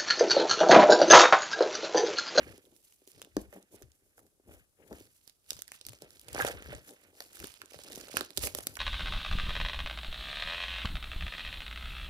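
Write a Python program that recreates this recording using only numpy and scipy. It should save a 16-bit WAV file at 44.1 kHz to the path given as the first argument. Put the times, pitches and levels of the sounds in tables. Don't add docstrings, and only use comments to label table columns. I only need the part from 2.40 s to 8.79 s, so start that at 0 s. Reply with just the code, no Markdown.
import sys
import numpy as np
from scipy import signal
from scipy.fft import rfft, irfft
from scipy.io import wavfile

SR = 44100
rng = np.random.default_rng(int(sys.argv[2]) if len(sys.argv) > 2 else 0)


def store_wav(level_fs):
    pcm = np.round(np.clip(np.atleast_2d(level_fs), -1, 1) * 32767)
    wavfile.write(sys.argv[1], SR, pcm.T.astype(np.int16))


N = 281799

# start in seconds, peak of the bright crack in dB,
# crease pitch in Hz, peak of the dull fold in dB, left minus right in dB.
FILM_SNAPS = [(0.1244, -45, 2400, -49, -4), (0.179, -41, 10900, -72, 1), (0.253, -48.5, 3750, -76, -7),
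              (0.364, -46.5, 9400, -86, -13), (0.524, -45.5, 2850, -74, 0), (0.6755, -37.5, 14400, -71, 0),
              (0.717, -40, 10700, -80, -2), (0.8173, -27.5, 3730, -66, -4), (0.8254, -36, 6350, -70, 0),
              (0.8476, -41, 3750, -53, -3), (0.967, -23.5, 6000, -31, -0.5),
              (1.127, -50, 7600, -49.5, -12.5), (1.227, -44, 7960, -78, -3), (1.362, -45, 10800, -67, -3),
              (1.4223, -40.5, 11500, -52.5, -10), (1.429, -45, 6300, -67, -5),
              (1.518, -48.5, 7040, -85, -1), (1.779, -49, 10900, -50, 2), (1.7917, -45, 11400, -52, -7),
              (1.866, -54, 13200, -67, -9), (2.1392, -48, 11100, -57, -7), (2.528, -41, 6250, -43, 1),
              (2.604, -45.5, 13700, -70, -11), (2.8765, -35, 5500, -59, -6), (2.8964, -39, 5830, -72, -5.5),
              (3.1058, -16, 6540, -45.5, -2), (3.1187, -33, 3370, -58, 3), (3.1313, -30.5, 6440, -52, 1),
              (3.1913, -39, 6300, -57, -21), (3.22, -22, 11300, -45, -7), (3.2795, -35, 9900, -48, -10),
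              (3.289, -50, 3450, -54, -9), (3.3184, -27, 2630, -46, 1), (3.3457, -49, 3150, -49, 1),
              (3.352, -48, 3400, -66, 13), (3.4126, -33, 5600, -65, -6), (3.4514, -34, 5330, -67, -8),
              (3.466, -25, 11300, -52, -3), (3.4862, -31, 5440, -60, 0), (3.4928, -32, 11100, -62, -9),
              (3.534, -42, 4350, -66, -2), (3.6209, -33, 8450, -66, -6.5), (3.706, -39.5, 10200, -60, -13),
              (3.7953, -35, 11700, -72, -4), (3.814, -39, 12600, -74, -5), (3.884, -32.5, 4300, -56, -9),
              (3.8878, -36, 3080, -63, -3), (3.9299, -29.5, 11000, -56, -1), (3.9476, -29, 5970, -45, -11),
              (3.9633, -39, 4670, -30, -4), (3.979, -40, 3700, -27, 7), (3.9998, -54, 3800, -24.5, -13),
              (4.0092, -51, 3050, -25, 4), (4.021, -22.5, 3740, -22.5, -2), (4.028, -46, 9200, -32, 7),
              (4.049, -22.5, 2560, -24, -2), (4.067, -22, 3660, -38, -6), (4.0778, -23, 11500, -32, 2),
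              (4.0843, -28, 6600, -33, -13), (4.0967, -39, 3620, -41, 6), (4.127, -39, 5100, -48, -11),
              (4.2236, -34.5, 4050, -40, -3), (4.2598, -44, 4000, -39.5, -3), (4.3302, -43, 3560, -58, 3),
              (4.491, -41.5, 6140, -50.5, -7), (4.5078, -44, 9050, -69, 14),
              (4.8045, -26.5, 4860, -38, -5.5), (4.822, -35, 4640, -63, 0), (4.931, -42, 13000, -58, 8),
              (4.9693, -41, 7500, -44, 4), (5.001, -29, 2650, -57, 2), (5.027, -41, 13600, -41, 4),
              (5.0424, -28.5, 4540, -38, -3), (5.0707, -30, 10900, -59, 1), (5.14, -35, 4330, -59, -1),
              (5.2166, -30, 5000, -40, -4), (5.258, -40, 9300, -64, -6), (5.334, -37, 3060, -70, 4),
              (5.344, -39, 6100, -45, -1), (5.389, -37, 4100, -48, -7), (5.4145, -46, 7300, -67, 4),
              (5.4364, -35, 8100, -64, -5), (5.4772, -52, 5850, -50, -6), (5.521, -34.5, 10900, -49, -10),
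              (5.5303, -36.5, 3900, -69, 7), (5.558, -28, 7400, -56, -12), (5.585, -44, 11300, -52, 0),
              (5.6118, -33, 5870, -47, -13), (5.645, -49, 3400, -60, -2), (5.684, -35, 3030, -45, 0),
              (5.7275, -46, 5130, -45, 5), (5.7697, -12.5, 3280, -31, -5.5), (5.809, -21, 4870, -26, -9),
              (5.9053, -42.5, 4730, -72, -31), (5.914, -44, 9900, -68, -2), (5.965, -36, 9900, -73, -1),
              (5.9743, -12.5, 9800, -42, -10), (5.978, -21.5, 9150, -51, -18),
              (5.9917, -30, 9030, -62, -10), (6.149, -18, 11600, -37, -7.5),
              (6.1867, -25.5, 9900, -42.5, -12.5), (6.2066, -32.5, 10800, -57, -11),
              (6.2365, -39, 5400, -48, -4), (6.2697, -14, 11000, -36.5, -3), (6.3547, -30, 5030, -63, -5),
              (6.3686, -31.5, 2750, -44, -13.5)]
# start in seconds, peak before the case's filters in dB,
# favoured pitch in Hz, ring time (60 dB fall) in seconds.
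CASE_KNOCKS = [(0.1804, -46, 376, 0.15), (0.6182, -54.5, 358, 0.13), (0.6739, -49, 370, 0.14),
               (0.8182, -50, 430, 0.052), (0.8713, -48.5, 360, 0.047), (0.9666, -16, 280, 0.13),
               (1.128, -43, 590, 0.1), (1.1626, -40, 580, 0.013), (1.3427, -45.5, 324, 0.069),
               (1.416, -43.5, 370, 0.12), (1.7805, -49.5, 760, 0.067), (1.998, -55.5, 404, 0.068),
               (2.0927, -45, 580, 0.045), (2.5104, -36, 344, 0.032), (2.5151, -31, 198, 0.0054),
               (2.5225, -49, 338, 0.089), (2.5356, -38, 330, 0.04), (3.1179, -40.5, 510, 0.018),
               (3.189, -48, 440, 0.036), (3.2191, -59, 1450, 0.04), (3.411, -54.5, 450, 0.092),
               (3.465, -51, 200, 0.019), (3.5323, -47, 533, 0.047), (3.621, -38.5, 434, 0.038),
               (3.6451, -46, 380, 0.041), (3.8822, -43.5, 620, 0.069), (3.9468, -28.5, 470, 0.015),
               (3.9573, -26, 910, 0.019), (3.9807, -30, 433, 0.035), (3.9928, -23.5, 810, 0.066),
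               (4, -26, 490, 0.11), (4.0071, -22, 1600, 0.08), (4.0476, -18, 550, 0.022),
               (4.0763, -27.5, 740, 0.11), (4.0987, -31.5, 505, 0.046), (4.1049, -32.5, 530, 0.025),
               (4.221, -39, 315, 0.016), (4.258, -45, 335, 0.019), (4.287, -41, 200, 0.0073),
               (4.3277, -32, 597, 0.09), (4.3469, -38, 312, 0.031), (4.5097, -46.5, 516, 0.16),
               (4.805, -39.5, 690, 0.07), (5.0047, -51, 514, 0.036), (5.029, -55, 1360, 0.035),
               (5.0401, -38.5, 282, 0.13), (5.2177, -35.5, 1400, 0.023), (5.3197, -46.5, 483, 0.05),
               (5.3426, -38.5, 590, 0.044), (5.3906, -41.5, 535, 0.048), (5.5037, -42, 520, 0.075),
               (5.575, -31.5, 257, 0.017), (5.681, -44.5, 507, 0.036), (5.6973, -42, 550, 0.027),
               (5.742, -29, 282, 0.024), (5.769, -19, 1580, 0.026), (5.8102, -28.5, 400, 0.052),
               (5.9761, -33, 415, 0.043), (5.981, -32, 292, 0.073), (6.0378, -32, 486, 0.072),
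               (6.0769, -35.5, 550, 0.048), (6.15, -33, 530, 0.087), (6.1861, -30, 450, 0.011),
               (6.2067, -45, 580, 0.02), (6.2683, -32.5, 243, 0.0095), (6.3719, -28.5, 1630, 0.0043)]
# frequency in Hz, relative level in dB, factor on the ring time.
CASE_MODES = [(206, 0.5, 1.16), (302.7, 4, 0.3), (376, 5, 0.4), (492.4, 1.5, 0.56), (582.5, -1, 0.62),
              (711, -7, 0.5), (788, -4.5, 0.32), (1108, -10.5, 0.55), (1400, -1, .4), (1630, -6.5, 0.79)]
# frequency in Hz, relative density in dB per Hz.
CRACKLE_COLOUR = [(1290, -34), (2200, -16), (2740, -9), (3770, -24), (4390, -12), (10700, -23.5),
                  (15300, -24), (16100, -14), (16500, -32)]
# frequency in Hz, relative spectrum level in dB.
HISS_COLOUR = [(15, -29), (25, 6.5), (687, -8), (1010, -14.5), (1180, -10.5), (1930, -18.5), (6210, -12),
               (7510, -11), (10400, -8), (16500, -20.5)]
# frequency in Hz, correlation from 0 to 1.
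HISS_CORRELATION = [(60, 0.29), (290, 0.23), (640, 0.19), (1400, .02), (16000, .02)]
# frequency in Hz, relative spectrum level in dB.
SLIDE_COLOUR = [(1000, -30), (2200, -13), (4000, -12), (7000, -5), (9500, -5), (11000, 0), (12500, -5),
                (15400, -8), (16500, -30)]
# start in seconds, end in seconds, level in dB.
FINGER_SWIPES = [(0.67, 0.717, -64.5), (1.137, 1.145, -58), (1.318, 1.361, -64), (1.771, 1.805, -68),
                 (2.112, 2.138, -71), (3.327, 3.37, -63), (5.744, 5.798, -60), (6.023, 6.076, -40),
                 (6.17, 6.191, -47)]
# start in seconds, hold in seconds, fine crackle in dB,
# broad folds in dB, sliding skin in dB, left minus right in dB.
FILM_TUGS = [(0.0, 0.025, -71, -54, -67, -7.5), (0.083, 0.06, -66.5, -64, -73.5, -7),
             (0.234, 0.16, -80, -100, -75, -7), (0.455, 0.073, -77.5, -100, -69, -4.5),
             (0.6, 0.06, -75.5, -100, -84, -6), (0.736, 0.11, -68, -88, -76, -5),
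             (0.994, 0.021, -71, -65, -68, -5), (1.14, 0.037, -81, -65.5, -70.5, -5),
             (1.357, 0.055, -76, -73.5, -75, -9), (1.544, 0.34, -100, -87, -81.5, -4),
             (2.113, 0.075, -83, -66, -70, -2.5), (2.406, 0.044, -107, -75, -82, 11.5),
             (2.536, 0.086, -66, -67.5, -66.5, -3.5), (2.759, 0.026, -76, -100, -70, -6.5),
             (2.87, 0.026, -75.5, -100, -77, -8.5), (3.121, 0.051, -58, -79, -61, -6),
             (3.335, 0.017, -61, -86, -81, -9), (3.486, 0.057, -62, -87, -69.5, -1.5),
             (3.62, 0.018, -68.5, -61.5, -87, -1.5), (3.724, 0.098, -66.5, -79, -69, -5.5),
             (3.973, 0.11, -47, -47, -54, -7.5), (4.147, 0.19, -68, -59, -81, -1.5),
             (4.319, 0.013, -56.5, -56.5, -69, -5.5), (4.472, 0.038, -67.5, -64, -63.5, -2.5),
             (4.613, 0.064, -75, -71, -76, -8.5), (4.81, 0.014, -58, -61, -61, -0.5),
             (4.959, 0.12, -56.5, -68, -60.5, -10.5), (5.17, 0.3, -74.5, -89, -84, -11.5),
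             (5.346, 0.2, -60.5, -74, -73, -5), (5.548, 0.1, -56.5, -61, -64, -7.5),
             (5.777, 0.01, -45.5, -80, -75, -12.5), (5.84, 0.02, -85, -92, -76, -5),
             (6.036, 0.017, -42.5, -78, -49, -9), (6.18, 0.018, -64, -64, -63, -6),
             (6.256, .11, -71, -68, -62.5, -2)]
# start in seconds, hold in seconds,
# rubbing drive in dB, favoured pitch in Hz, rumble drive in dB.
GRIP_SHIFTS = [(0.0, 0.12, -55, 363, -58), (0.254, 0.089, -69, 375, -79), (0.764, 0.021, -63, 353, -65),
               (0.846, 0.008, -66.5, 387, -72), (0.974, 0.012, -64, 248, -45.5),
               (1.045, 0.023, -67, 297, -65), (1.136, 0.036, -54.5, 226, -80),
               (1.34, 0.011, -56.5, 380, -67), (1.438, 0.032, -78, 404, -58.5),
               (1.616, 0.079, -85, 364, -80), (1.8, 0.056, -71.5, 456, -77),
               (2.081, 0.072, -62.5, 414, -57.5), (2.401, 0.036, -65, 535, -76),
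               (2.515, 0.0093, -49.5, 390, -52), (2.604, 0.011, -62, 303, -64),
               (2.78, 0.013, -110, 328, -79), (3.124, .04, -91, 448, -60), (3.234, 0.097, -84, 500, -80),
               (3.474, 0.026, -65, 323, -54), (3.633, 0.014, -62.5, 409, -60),
               (3.73, 0.14, -74, 424, -72.5), (3.915, 0.17, -57.5, 530, -51),
               (4.146, 0.044, -54.5, 474, -49.5), (4.268, 0.021, -64, 390, -48.5),
               (4.302, 0.054, -56.5, 503, -50.5), (4.493, 0.013, -56.5, 476, -82),
               (4.616, 0.33, -72.5, 590, -80), (5.001, 0.036, -53.5, 282, -54),
               (5.227, 0.008, -62, 372, -73), (5.36, .01, -65, 517, -60), (5.454, .19, -57.5, 410, -65),
               (5.756, 0.043, -50.5, 450, -57), (5.9, 0.0083, -64, 315, -85), (5.993, 0.023, -77, 376, -48),
               (6.046, 0.013, -49, 468, -46), (6.147, 0.056, -70, 420, -54), (6.296, .04, -61.5, 418, -57)]

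HISS_DB = -76
LEFT_LAG_S = 0.0002
CUTOFF_HZ = 16800
ROOM_T60_S, ROOM_DB = 0.24, -16
WALL_CUT_HZ, ALIKE_BELOW_HZ = 6160, 740
KNOCK_PAN_DB, KNOCK_PAN_DB_PER_OCTAVE = 1.5, -3.5
TUG_RISE_DB_PER_S, TUG_FALL_DB_PER_S = 250.5, 203
SHIFT_RISE_DB_PER_S, SHIFT_FALL_DB_PER_S = 599, 259
SKIN_AT_REST_DB, HANDS_AT_REST_DB = -100, -87.5
SMALL_SNAPS_PER_S = 45
SMALL_OVER_CRACKLE_DB, SMALL_SPREAD_DB, SMALL_FOLD_DB = 21, 14, -16.5


def from_db(db):
    return 10 ** (np.asarray(db) / 20)


def rms_one(x):
    return x / np.sqrt(np.mean(x ** 2) + 1e-20)


def at_hz(points, hz):
    point_hz, value = np.transpose(points)
    return np.interp(np.log(np.maximum(hz, 1)), np.log(point_hz), value)


def band(x, low_hz, high_hz):
    edges = [low_hz, min(high_hz, .45 * SR)]
    return signal.sosfilt(signal.butter(2, edges, "band", fs=SR, output="sos"), x)


def drift(rate_hz):
    r = np.exp(-2 * np.pi * rate_hz / SR)
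    noise = rng.standard_normal(N + SR)
    return rms_one(signal.lfilter([1], [1, -2 * r, r * r], noise)[SR:])


def ring(clicks, hz, t60):
    r = from_db(-60 / (t60 * SR))
    w = 2 * np.pi * min(hz, .45 * SR) / SR
    return signal.lfilter([0, np.sin(w)], [1, -2 * r * np.cos(w), r * r], clicks + 1e-18)


def at_ports(near, far, pan_db):
    lag = np.exp(-2j * np.pi * np.fft.rfftfreq(N, 1 / SR) * LEFT_LAG_S)
    late = irfft(rfft(far) * lag, N)
    return np.array([late * from_db(pan_db / 2), near * from_db(-pan_db / 2)])


def mid_and_side(mid, side, alike):
    return np.sqrt(1 + alike) * mid + np.sqrt(1 - alike) * side * [[1], [-1]]


def grains(per_s, spread_db, clump_db):
    born = rng.random(N) < per_s * from_db(clump_db * drift(40.0)) / SR
    size = from_db(spread_db * np.minimum(rng.exponential(1, N), 4))
    return born * size * rng.choice([-1, 1], N)


def swelling(start, hold, level_db, rise_db_per_s, fall_db_per_s, rest_db):
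    t = np.arange(0, N, 32) / SR
    gain = from_db(rest_db)
    for s, length, db in zip(start, hold, level_db):
        rise = rise_db_per_s * np.maximum(s - t, 0)
        fall = fall_db_per_s * np.maximum(t - s - length, 0)
        gain = gain + from_db(db - rise - fall)
    return np.interp(np.arange(N) / SR, t, gain)


def gliding(rows, column):
    rows = np.transpose(rows)
    return np.interp(np.arange(N) / SR, rows[0] + rows[1] / 2, rows[column])


def shifting(column):
    rows = np.transpose(GRIP_SHIFTS)
    return swelling(rows[0], rows[1], rows[column], SHIFT_RISE_DB_PER_S, SHIFT_FALL_DB_PER_S, HANDS_AT_REST_DB)


def tugging(column, rest_db=-110.):
    rows = np.transpose(FILM_TUGS)
    return swelling(rows[0], rows[1], rows[column], TUG_RISE_DB_PER_S, TUG_FALL_DB_PER_S, rest_db)


def swiping(edge_s=0.0089):
    t = np.arange(N) / SR
    gain = np.zeros(N)
    for start, end, db in FINGER_SWIPES:
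        inside_s = np.minimum(t - start, end - t)
        gain += from_db(db) * np.clip(inside_s / edge_s + .5, 0, 1)
    return gain


def hiss():
    hz = np.fft.rfftfreq(N, 1 / SR)
    colour = from_db(at_hz(HISS_COLOUR, hz)) * (hz > 20)
    mid, side = rfft(rng.standard_normal((2, N))) * colour
    alike = np.clip(at_hz(HISS_CORRELATION, hz), -1, 1)
    return from_db(HISS_DB) * rms_one(irfft(mid_and_side(mid, side, alike), N))


def room(x):
    t = np.arange(SR // 2) / SR
    dying = from_db(-60 * t / ROOM_T60_S) * (t > .003)
    mid, side = rng.standard_normal((2, len(t))) * dying
    tail = band(mid, 300, WALL_CUT_HZ) + band(side, ALIKE_BELOW_HZ, WALL_CUT_HZ) * [[1], [-1]]
    tail *= from_db(ROOM_DB) / np.sqrt(np.sum(tail ** 2, axis=1, keepdims=True))
    return signal.fftconvolve(x.mean(axis=0, keepdims=True), tail, axes=1)[:, :N]


def rumble(alike=0.54, centre_hz=78, wander_octaves=0.61, lump_db=4.5):
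    def bumps():
        level = from_db(lump_db * drift(43.0))
        pitch_hz = centre_hz * 2 ** (wander_octaves * drift(35.2))
        return level * np.sin(2 * np.pi * np.cumsum(pitch_hz) / SR)

    pair = rms_one(mid_and_side(bumps(), bumps(), alike))
    return band(shifting(4) * pair * from_db([[3.0], [-3.0]]), 53, 170)


def rubbing(t60=0.043, fall_db=10.5):
    spot_hz = gliding(GRIP_SHIFTS, 3)
    slips = grains(600.0, spread_db=2.5, clump_db=3.5)
    rubbed, power = 0, 0
    for hz, level_db, lasting in CASE_MODES[:8]:
        gain = from_db(level_db - fall_db * np.abs(np.log2(hz / spot_hz)))
        uneven_slips = slips * rng.normal(1, 1.0, N)
        rubbed = rubbed + gain * rms_one(ring(uneven_slips, hz, t60 * lasting))
        power = power + gain ** 2
    rubbed = shifting(2) * band(rubbed / np.sqrt(power), 190, 1200)
    return at_ports(rubbed, rubbed, 1.6)


def knocks(fall_db=23.0, contact_s=0.00043):
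    length = 8000
    t, out = np.arange(length) / SR, np.zeros((2, N + length))
    hz, level_db, lasting = np.transpose(CASE_MODES)[:, :, None]
    strengths_db = rng.normal(0, 2, (len(CASE_KNOCKS), len(CASE_MODES), 1))
    for (s, peak_db, best_hz, t60), own_db in zip(CASE_KNOCKS, strengths_db):
        pan_db = KNOCK_PAN_DB + KNOCK_PAN_DB_PER_OCTAVE * np.log2(best_hz / 400)
        away_db = fall_db * np.abs(np.log2(hz / best_hz))
        gains = from_db(level_db + own_db - away_db - 60 * t / (t60 * lasting))
        blow = -np.sum(gains * np.sin(2 * np.pi * hz * t), axis=0)
        blow *= 1 - np.exp(-t / contact_s)
        blow = band(blow, 0.24 * best_hz, 15.0 * best_hz)
        at = round(s * SR)
        port_db = [[peak_db - pan_db / 2], [peak_db + pan_db / 2]]
        out[:, at:at + length] += blow / np.abs(blow).max() * from_db(port_db)
    near, far = band(band(out[:, :N], 170, 4000), 230, 9000)
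    return at_ports(near, far, 0)


def fine_creases():
    clicks = grains(2500, spread_db=4.5, clump_db=6)
    dealt = rng.integers(0, 24, N)
    near, far = 0, 0
    for k, hz in enumerate(np.geomspace(2400, 12000, 24)):
        crease = from_db(at_hz(CRACKLE_COLOUR, hz)) * hz * ring(clicks * (dealt == k), hz, 9 / hz)
        near = near + crease
        far = far + crease * from_db(rng.normal(0, 5))
    return rms_one(near), rms_one(far)


def broad_folds():
    clicks = grains(1500.0, spread_db=-1.5, clump_db=8.5)
    return tugging(3) * rms_one(band(band(clicks, 1300, 3500), 910, 2900))


def sliding_skin():
    colour = from_db(at_hz(SLIDE_COLOUR, np.fft.rfftfreq(N, 1 / SR)))
    skin = irfft(rfft(rng.standard_normal((2, N))) * colour, N)
    sliding = tugging(4, SKIN_AT_REST_DB) * from_db(3.78 * drift(56.0))
    return (sliding + swiping()) * rms_one(skin)


def crackle():
    fine = tugging(2)
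    near, far = fine_creases()
    folds, slide = broad_folds(), sliding_skin()
    right = fine * near + folds + slide[0]
    left = fine * far + folds + 0.033 * slide[0] + 1.47 * slide[1]
    return at_ports(right, left, gliding(FILM_TUGS, 5))


def small_snaps():
    when, pitch, size, side = rng.random((int(SMALL_SNAPS_PER_S * N / SR), 4)).T
    at = (when * (N - 1)).astype(int)
    crackle_db = 20 * np.log10(tugging(2)[at])
    peak_db = crackle_db + SMALL_OVER_CRACKLE_DB - SMALL_SPREAD_DB * size
    crease_hz = 2500 * 4.5 ** pitch
    pan_db = gliding(FILM_TUGS, 5)[at] + 16 * (side - .5)
    return list(zip(at / SR, peak_db, crease_hz, peak_db + SMALL_FOLD_DB, pan_db))


def snaps(crack_db=1.0):
    length, cycles = 700, 7
    rise_s, burst_s, fold_s = .0001, .0005, .0011
    after_s, after_db = .0025, -15
    t, near, far = np.arange(length) / SR, np.zeros(N + length), np.zeros(N + length)
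    rows = list(FILM_SNAPS) + small_snaps()
    jerks = rng.standard_normal((len(rows), 3, length)) * (1 - np.exp(-t / rise_s))
    shaking = np.exp(-t / burst_s) + from_db(after_db) * np.exp(-t / after_s)
    for (s, peak_db, hz, fold_db, pan_db), jerk in zip(rows, jerks):
        both = jerk[:2] * shaking
        bright = rms_one(ring(both, hz, cycles / hz))
        bright += from_db(crack_db) * rms_one(band(both, 2700, 11550))
        bright *= from_db(peak_db) / np.abs(bright).max(axis=1, keepdims=True)
        dull = band(band(jerk[2] * np.exp(-t / fold_s), 1235, 2010), 810, 3000)
        dull *= from_db(fold_db) / np.abs(dull).max()
        at = round(s * SR)
        near[at:at + length] += (bright[0] + dull) * from_db(-pan_db / 2)
        far[at:at + length] += (bright[1] + dull) * from_db(pan_db / 2)
    return at_ports(near[:N], far[:N], 0)


def scene(knock_in_room_db=5.0):
    rustle = snaps() + crackle() + rubbing()
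    blows = knocks()
    tail = room(rustle + from_db(knock_in_room_db) * blows)
    return rustle + blows + tail + rumble() + hiss()


def record(dry):
    return signal.sosfilt(signal.cheby2(12, 70, CUTOFF_HZ, fs=SR, output="sos"), dry)


dry = scene()
out = record(dry)
store_wav(out)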